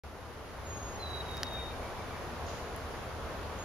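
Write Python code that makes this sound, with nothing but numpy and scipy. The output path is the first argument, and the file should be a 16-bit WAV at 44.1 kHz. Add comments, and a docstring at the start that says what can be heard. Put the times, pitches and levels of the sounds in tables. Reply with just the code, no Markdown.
"""After a very short silence, steady wind in tall pine crowns is heard over a low rumble, with two thin whines.
The level of wind and whines rises for about a second. The wind is noise shaped by frequency.
A songbird's thin whistles are sines that follow drawn pitch curves; another bird chips once, a far one calls
in a row, and dry twigs tick as short ringing tones with noise. The trunks echo birds and twigs with fading noise.
The camera's whines are narrow noise, and a narrow band near 8 kHz is nearly silent."""
import sys
import numpy as np
from scipy import signal
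from scipy.fft import rfft, irfft, next_fast_len
from scipy.io import wavfile
from scipy.ndimage import uniform_filter1d, map_coordinates

SR = 44100
rng = np.random.default_rng(int(sys.argv[2]) if len(sys.argv) > 2 else 0)


def put_to_file(sound):
    """Save the sound as 16-bit audio at rate SR, in the file named by the first command-line argument."""
    columns = np.atleast_2d(sound).T  # one column per channel
    safe = np.clip(columns, -1, 1)
    whole_steps = np.round(safe * 32767)
    wavfile.write(sys.argv[1], SR, whole_steps.astype(np.int16))


N = 160524
T = np.arange(N) / SR  # time of every sample [s]

# How the background level rises: (time [s], background level [dB])
BACKGROUND_FADE_IN = [(0.04, -49.5), (1.3, -43), (3.64, -43.5)]
# Tone colour of the low rumble, before scaling: (frequency [Hz], level per Hz [dB])
RUMBLE_COLOUR = [(15, -40), (25, -5.5), (45, -5), (75, 3.5), (180, -14.5), (230, -40), (400, -120)]
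# Tone colour of the roaring crowns, before scaling: (frequency [Hz], level per Hz [dB])
CROWN_COLOUR = [(76, -11), (130, -4.5), (177, -5.5), (245, -2), (291, -4.5), (462, -1), (1090, -4),
                (2310, -14.5), (6460, -24.5), (7800, -32.5), (10100, -55), (17200, -120)]
# Tone colour of the hissing needles, before scaling: (frequency [Hz], level per Hz [dB])
NEEDLE_COLOUR = [(5240, -53), (8900, -3), (10400, -0.5), (11300, -1.5), (11800, -2), (14600, -9),
                 (15600, -16)]
# How alike the wind is in both ears: (frequency [Hz], likeness [0 to 1])
EAR_LIKENESS = [(30, 0.76), (60, 1), (130, 0.67), (290, 0.75), (640, 0.93), (1400, 0.59), (3100, 0.19),
                (6800, .03), (15000, .05)]
# How the wind leans to one side: (frequency [Hz], left over right [dB])
WIND_LEAN = [(60, 0.9), (700, 1.2), (2400, -1), (5000, 0), (9000, -1), (15000, -2.2)]
# The songbird's high whistles, one list each: (time [s], pitch [Hz], level [dB], left over right [dB])
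HIGH_WHISTLES = [
    [(0.648, 6590, -64, 0), (0.682, 6750, -53, -1), (0.715, 6600, -51, -1), (0.75, 6598, -49.5, 0),
     (0.785, 6597, -51.5, 6), (0.815, 6610, -52, -1), (0.83, 6540, -52, 5), (0.85, 6598, -50, -5),
     (0.905, 6590, -53, 6), (0.965, 6598, -53.5, -4), (0.985, 6600, -65, -4), (1.015, 6600, -59, 0),
     (1.03, 6596, -68, 0)],
    [(3.585, 6490, -62, 0), (3.591, 6606, -54, 0), (3.64, 6680, -56, 0)],
]
# The songbird's long falling whistle: (time [s], pitch [Hz], level [dB], left over right [dB])
LOW_WHISTLE = [(0.99, 4190, -62, 0), (1.005, 4140, -50, 0), (1.048, 3945, -45.5, -5), (1.1, 3905, -50, -4),
               (1.145, 3880, -45.5, -4), (1.213, 3845, -43.5, -2), (1.222, 3840, -66, 0),
               (1.265, 3830, -58, -3), (1.295, 3810, -50, -4), (1.34, 3775, -44, 0),
               (1.39, 3768, -48.5, -1), (1.43, 3762, -53, 6), (1.475, 3760, -47.5, 3),
               (1.505, 3742, -49, -4), (1.53, 3732, -45, 1), (1.615, 3728, -44.5, 4), (1.645, 3722, -52, 0),
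               (1.68, 3722, -51, 10), (1.742, 3715, -58, -3)]
# Calls of the far bird: (start [s], level [dB])
FAR_BIRD_CALLS = [(1.568, -59.5), (1.7, -60), (1.83, -58.5), (1.968, -58), (2.102, -58.5)]
# Twig ticks: (start [s], level [dB], pitch [Hz], left over right [dB],
#              crack within the tick [dB], branch body within the tick [dB])
TWIG_TICKS = [(1.3136, -48, 11000, 1, 5, -22), (1.3694, -47, 4600, 1, 10, -6),
              (1.378, -40.5, 5130, -1, -14, -30), (1.4322, -21.5, 4960, -0.5, -12, -3.5),
              (1.468, -40, 4250, 3, -30, -30), (1.5341, -54, 6000, -8, 10, -23),
              (1.537, -48, 13030, -3, -5, -30), (2.7625, -38.5, 10300, 5, -14, -21)]
# Ringing modes of a twig: (pitch ratio [times the tick's pitch], level [dB])
TWIG_MODES = [(1, 2), (1.19, -2.5), (1.42, -8), (2.0, -25), (2.2, -16), (2.42, -15.5)]
# Ringing modes of the branch behind it: (frequency [Hz], level before the tick's body setting [dB])
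BRANCH_MODES = [(1150, -5), (1800, 2), (3100, 0), (4200, -1)]
# Camera whines: (pitch [Hz], width [Hz], level over the background [dB], left over right [dB])
CAMERA_WHINES = [(8816, 28, -34, 0), (10990, 120, -38, -26.5)]
# How long the trunks echo: (frequency [Hz], time to fall by 60 dB [s])
FOREST_FADE = [(2000, .6), (4500, .8), (7000, 1.1), (9000, .6)]

CROWNS_DB, RUMBLE_DB = 1.5, -1.5  # over the background level
NEEDLES_DB = -20.5  # over the background level at its end
NEEDLES_FADE_SHARE = 0.69  # dB of change in the hiss for each dB of change in the background
LUMP_DB, LUMP_RATE = .8, 12  # the rumble comes in lumps: size [dB], knots per second

WAVER_DB, WAVER_HZ, WAVER_RATE = 2.5, 9, 130  # whistle waver: level, pitch, knots per second
DRIFT_DB, DRIFT_RATE = 1.5, 30  # the whistle drifts between the ears: size [dB], knots per second
BIRD_LAG_S, LAG_DRIFT_S = .000053, .000008  # the left ear hears the songbird later by about this much

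CHIP_S, CHIP_LEN_S = 2.463, .025
CHIP_FROM_HZ, CHIP_TO_HZ = 7250, 2650
CHIP_DB, CHIP_FADE_DB = -53.5, -2  # start level, change by the end
FAR_LEN_S, FAR_HZ, FAR_DROP_HZ = .058, 2345, 130
FAR_BLUR_DB, FAR_BLUR_HZ, FAR_BLUR_RATE = 2, 40, 130  # ragged after the long way through the wind

TICK_T60_S, TICK_RISE_S = .0075, .0002  # time to fall by 60 dB, time constant of the onset
TICK_LEAD_S = .00002  # the ringing is this far ahead in the right ear

BIRD_ECHO_DB, CHIP_ECHO_DB, FAR_ECHO_DB, TICK_ECHO_DB = -10, 8, -6, -39  # forest echo gains

DIP_HZ, DIP_WIDTH_HZ, DIP_DB = 8160, 254, -37
START_S, TOP_HZ = .0362, 15700  # end of the silence, highest frequency kept


def amp(db):
    """Turn dB into gain."""
    return 10 ** (np.asarray(db) / 20)


def unit(x):
    """Scale a signal to an average strength (rms) of 1."""
    return x / np.sqrt(np.mean(x ** 2) + 1e-20)


def along(points, hz):
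    """Read a curve of (frequency, value) points along a log frequency axis."""
    f, v = np.transpose(points)
    return np.interp(np.log(hz + 1), np.log(f + 1), v)


def curves(rows):
    """Draw one curve over time for each column after the time."""
    s, *cols = np.transpose(rows)
    return [np.interp(T, s, c) for c in cols]


def wobble(rate):
    """Make a smooth random curve through `rate` random knots a second."""
    knots = rng.standard_normal(int(N * rate / SR) + 4)
    return map_coordinates(knots, [T * rate])


def filtered(x, response):
    """Multiply the spectrum of x by a gain that depends on frequency."""
    m = next_fast_len(N + SR // 2)
    spectrum = rfft(x, m) * response(np.fft.rfftfreq(m, 1 / SR))
    return irfft(spectrum, m)[..., :N]


def placed(x, lean_db):
    """Place a mono sound left or right by making one ear louder than the other."""
    return np.array([x * amp(lean_db / 2), x * amp(-lean_db / 2)])


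def window(start, length, edge):
    """Open and close a sound softly in time (all in seconds)."""
    to_nearest_end = np.minimum(T - start, start + length - T)
    return np.sin(np.pi / 2 * np.clip(to_nearest_end / edge, 0, 1)) ** 2


def tone(hz, phase=0):
    """Make a sine of rms 1 that follows a pitch curve."""
    return np.sqrt(2) * np.sin(2 * np.pi * np.cumsum(hz) / SR + phase)


def rush(colour, patchy_db):
    """Stereo noise of rms 1, louder and softer in random patches of time and frequency."""
    z = signal.stft(rng.standard_normal((2, N)), nperseg=512)[2]
    patches = uniform_filter1d(rng.standard_normal(z.shape[1:]), size=5, axis=0)
    patches = uniform_filter1d(patches, size=8, axis=1)
    pair = signal.istft(z * amp(patchy_db * unit(patches)), nperseg=512)[1][:, :N]

    def mid_side_gain(hz):
        """Share the noise between mid and side so the ears get the wanted likeness."""
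        turn = np.arccos(np.clip(along(EAR_LIKENESS, hz), -1, 1)) / 2
        return amp(along(colour, hz)) * [np.cos(turn), np.sin(turn)]

    mid, side = filtered(pair, mid_side_gain)
    ears = np.array([mid + side, mid - side])
    return unit(filtered(ears, lambda hz: placed(1, along(WIND_LEAN, hz))))


def forest(x, echo_db):
    """The trunks scatter a sound back as fading noise, differently to each ear."""
    hz, t, z = signal.stft(rng.standard_normal((2, SR // 2)), SR, nperseg=256)
    fade = amp(-60 * t / along(FOREST_FADE, hz)[:, None])
    tail = signal.istft(z * fade, SR, nperseg=256)[1]
    delayed = np.pad(x.mean(0), (400, 0))[None]  # 400 samples, about 9 ms
    echo = signal.fftconvolve(delayed, tail / np.linalg.norm(tail[0]), axes=1)[:, :N]
    return x + amp(echo_db) * echo


def wind():
    """Crowns roar, needles hiss and the air rumbles: three colours of noise."""
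    level_db, = curves(BACKGROUND_FADE_IN)
    gust_db = 0.14 * wobble(2.64) + 0.37 * wobble(8.58)
    crowns = amp(level_db + CROWNS_DB + gust_db) * rush(CROWN_COLOUR, patchy_db=0.6)
    end_db = level_db[-1]
    hiss_db = NEEDLES_DB + end_db + NEEDLES_FADE_SHARE * (level_db - end_db)
    needles = amp(hiss_db + gust_db) * rush(NEEDLE_COLOUR, patchy_db=-0.5)
    lumps_db = LUMP_DB * wobble(LUMP_RATE)
    rumble = amp(level_db + RUMBLE_DB + lumps_db) * rush(RUMBLE_COLOUR, patchy_db=-0.1)
    return crowns + needles + rumble


def songbird():
    """Thin pure whistles that waver on their way through the branches."""
    song = np.zeros((2, N))
    for rows in [*HIGH_WHISTLES, LOW_WHISTLE]:
        hz, db, lean_db = curves(rows)
        start, end = rows[0][0], rows[-1][0]
        gate = window(start, end - start, 0.0039)
        lag_s = BIRD_LAG_S + LAG_DRIFT_S * wobble(DRIFT_RATE)
        ear_phase = np.array([[-1], [1]]) * np.pi * hz * lag_s  # half the lag in each ear
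        loudness = gate * amp(db + WAVER_DB * wobble(WAVER_RATE))
        level = placed(loudness, lean_db + DRIFT_DB * wobble(DRIFT_RATE))
        song += level * tone(hz + WAVER_HZ * wobble(WAVER_RATE), ear_phase)
    return forest(song, BIRD_ECHO_DB)


def chipping_bird():
    """One chip: a sine whose pitch falls steeply."""
    u = np.clip((T - CHIP_S) / CHIP_LEN_S, 0, 1)  # progress from 0 to 1
    fall = np.sin(np.pi / 2 * u) ** 2
    pitch_hz = CHIP_FROM_HZ * (CHIP_TO_HZ / CHIP_FROM_HZ) ** fall
    level = amp(CHIP_DB + CHIP_FADE_DB * u) * window(CHIP_S, CHIP_LEN_S, 0.0026)
    return forest(placed(level * tone(pitch_hz), 0), CHIP_ECHO_DB)


def far_bird():
    """A row of short drooping sines, blurred in level and pitch."""
    calls = np.zeros(N)
    blur_db = FAR_BLUR_DB * wobble(FAR_BLUR_RATE)
    blur_hz = FAR_BLUR_HZ * wobble(FAR_BLUR_RATE)
    for s, db in FAR_BIRD_CALLS:
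        droop = np.clip((T - s) / FAR_LEN_S, 0, 1) ** 2
        pitch_hz = FAR_HZ - FAR_DROP_HZ * droop + blur_hz
        calls += amp(db + blur_db) * window(s, FAR_LEN_S, 0.0065) * tone(pitch_hz)
    return forest(placed(calls, 0), FAR_ECHO_DB)


def twigs():
    """Dry ticks: quickly damped modes of twig and branch, with a crack of noise."""
    out = np.zeros((2, N + SR))
    t = np.arange(SR // 50) / SR
    ear_t = t + np.array([[0], [TICK_LEAD_S]])
    shape = amp(-60 * t / TICK_T60_S) * (1 - np.exp(-t / TICK_RISE_S))
    for s, db, hz, lean_db, crack_db, body_db in TWIG_TICKS:
        modes = [(hz * ratio, level) for ratio, level in TWIG_MODES]
        modes += [(f, level + body_db) for f, level in BRANCH_MODES]
        ring = np.zeros((2, len(t)))
        for k, (f, level) in enumerate(modes):
            if f < TOP_HZ:
                ring += (-1) ** k * amp(level) * np.sin(2 * np.pi * f * ear_t)  # signs alternate
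        crack = amp(crack_db) * rng.standard_normal((2, len(t)))
        first = round(s * SR)
        out[:, first:first + len(t)] += placed(amp(db) * shape, lean_db) * (ring + crack)
    return forest(out[:, :N], TICK_ECHO_DB)


def camera():
    """Narrow, slightly fuzzy whines of the camera's own works: noise through sharp resonances."""
    level_db, = curves(BACKGROUND_FADE_IN)
    out = np.zeros((2, N))
    for pitch_hz, width_hz, db, lean_db in CAMERA_WHINES:
        resonance = lambda hz: 1 / (1 + ((hz - pitch_hz) / width_hz * 2) ** 2)
        whine = unit(filtered(rng.standard_normal(N), resonance))
        out += placed(amp(level_db + db) * whine, lean_db)
    return out


def scene():
    """Add up wind, birds, twigs and camera whines."""
    return wind() + songbird() + chipping_bird() + far_bird() + twigs() + camera()


def record(dry):
    """A deep narrow dip near 8 kHz, then the silent lead-in and the upper frequency limit."""
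    dip = lambda hz: amp(DIP_DB * np.exp(-((hz - DIP_HZ) / DIP_WIDTH_HZ) ** 2))
    started = filtered(dry, dip) * (T > START_S)
    return filtered(started, lambda hz: hz < TOP_HZ)


dry = scene()
out = record(dry)
put_to_file(out)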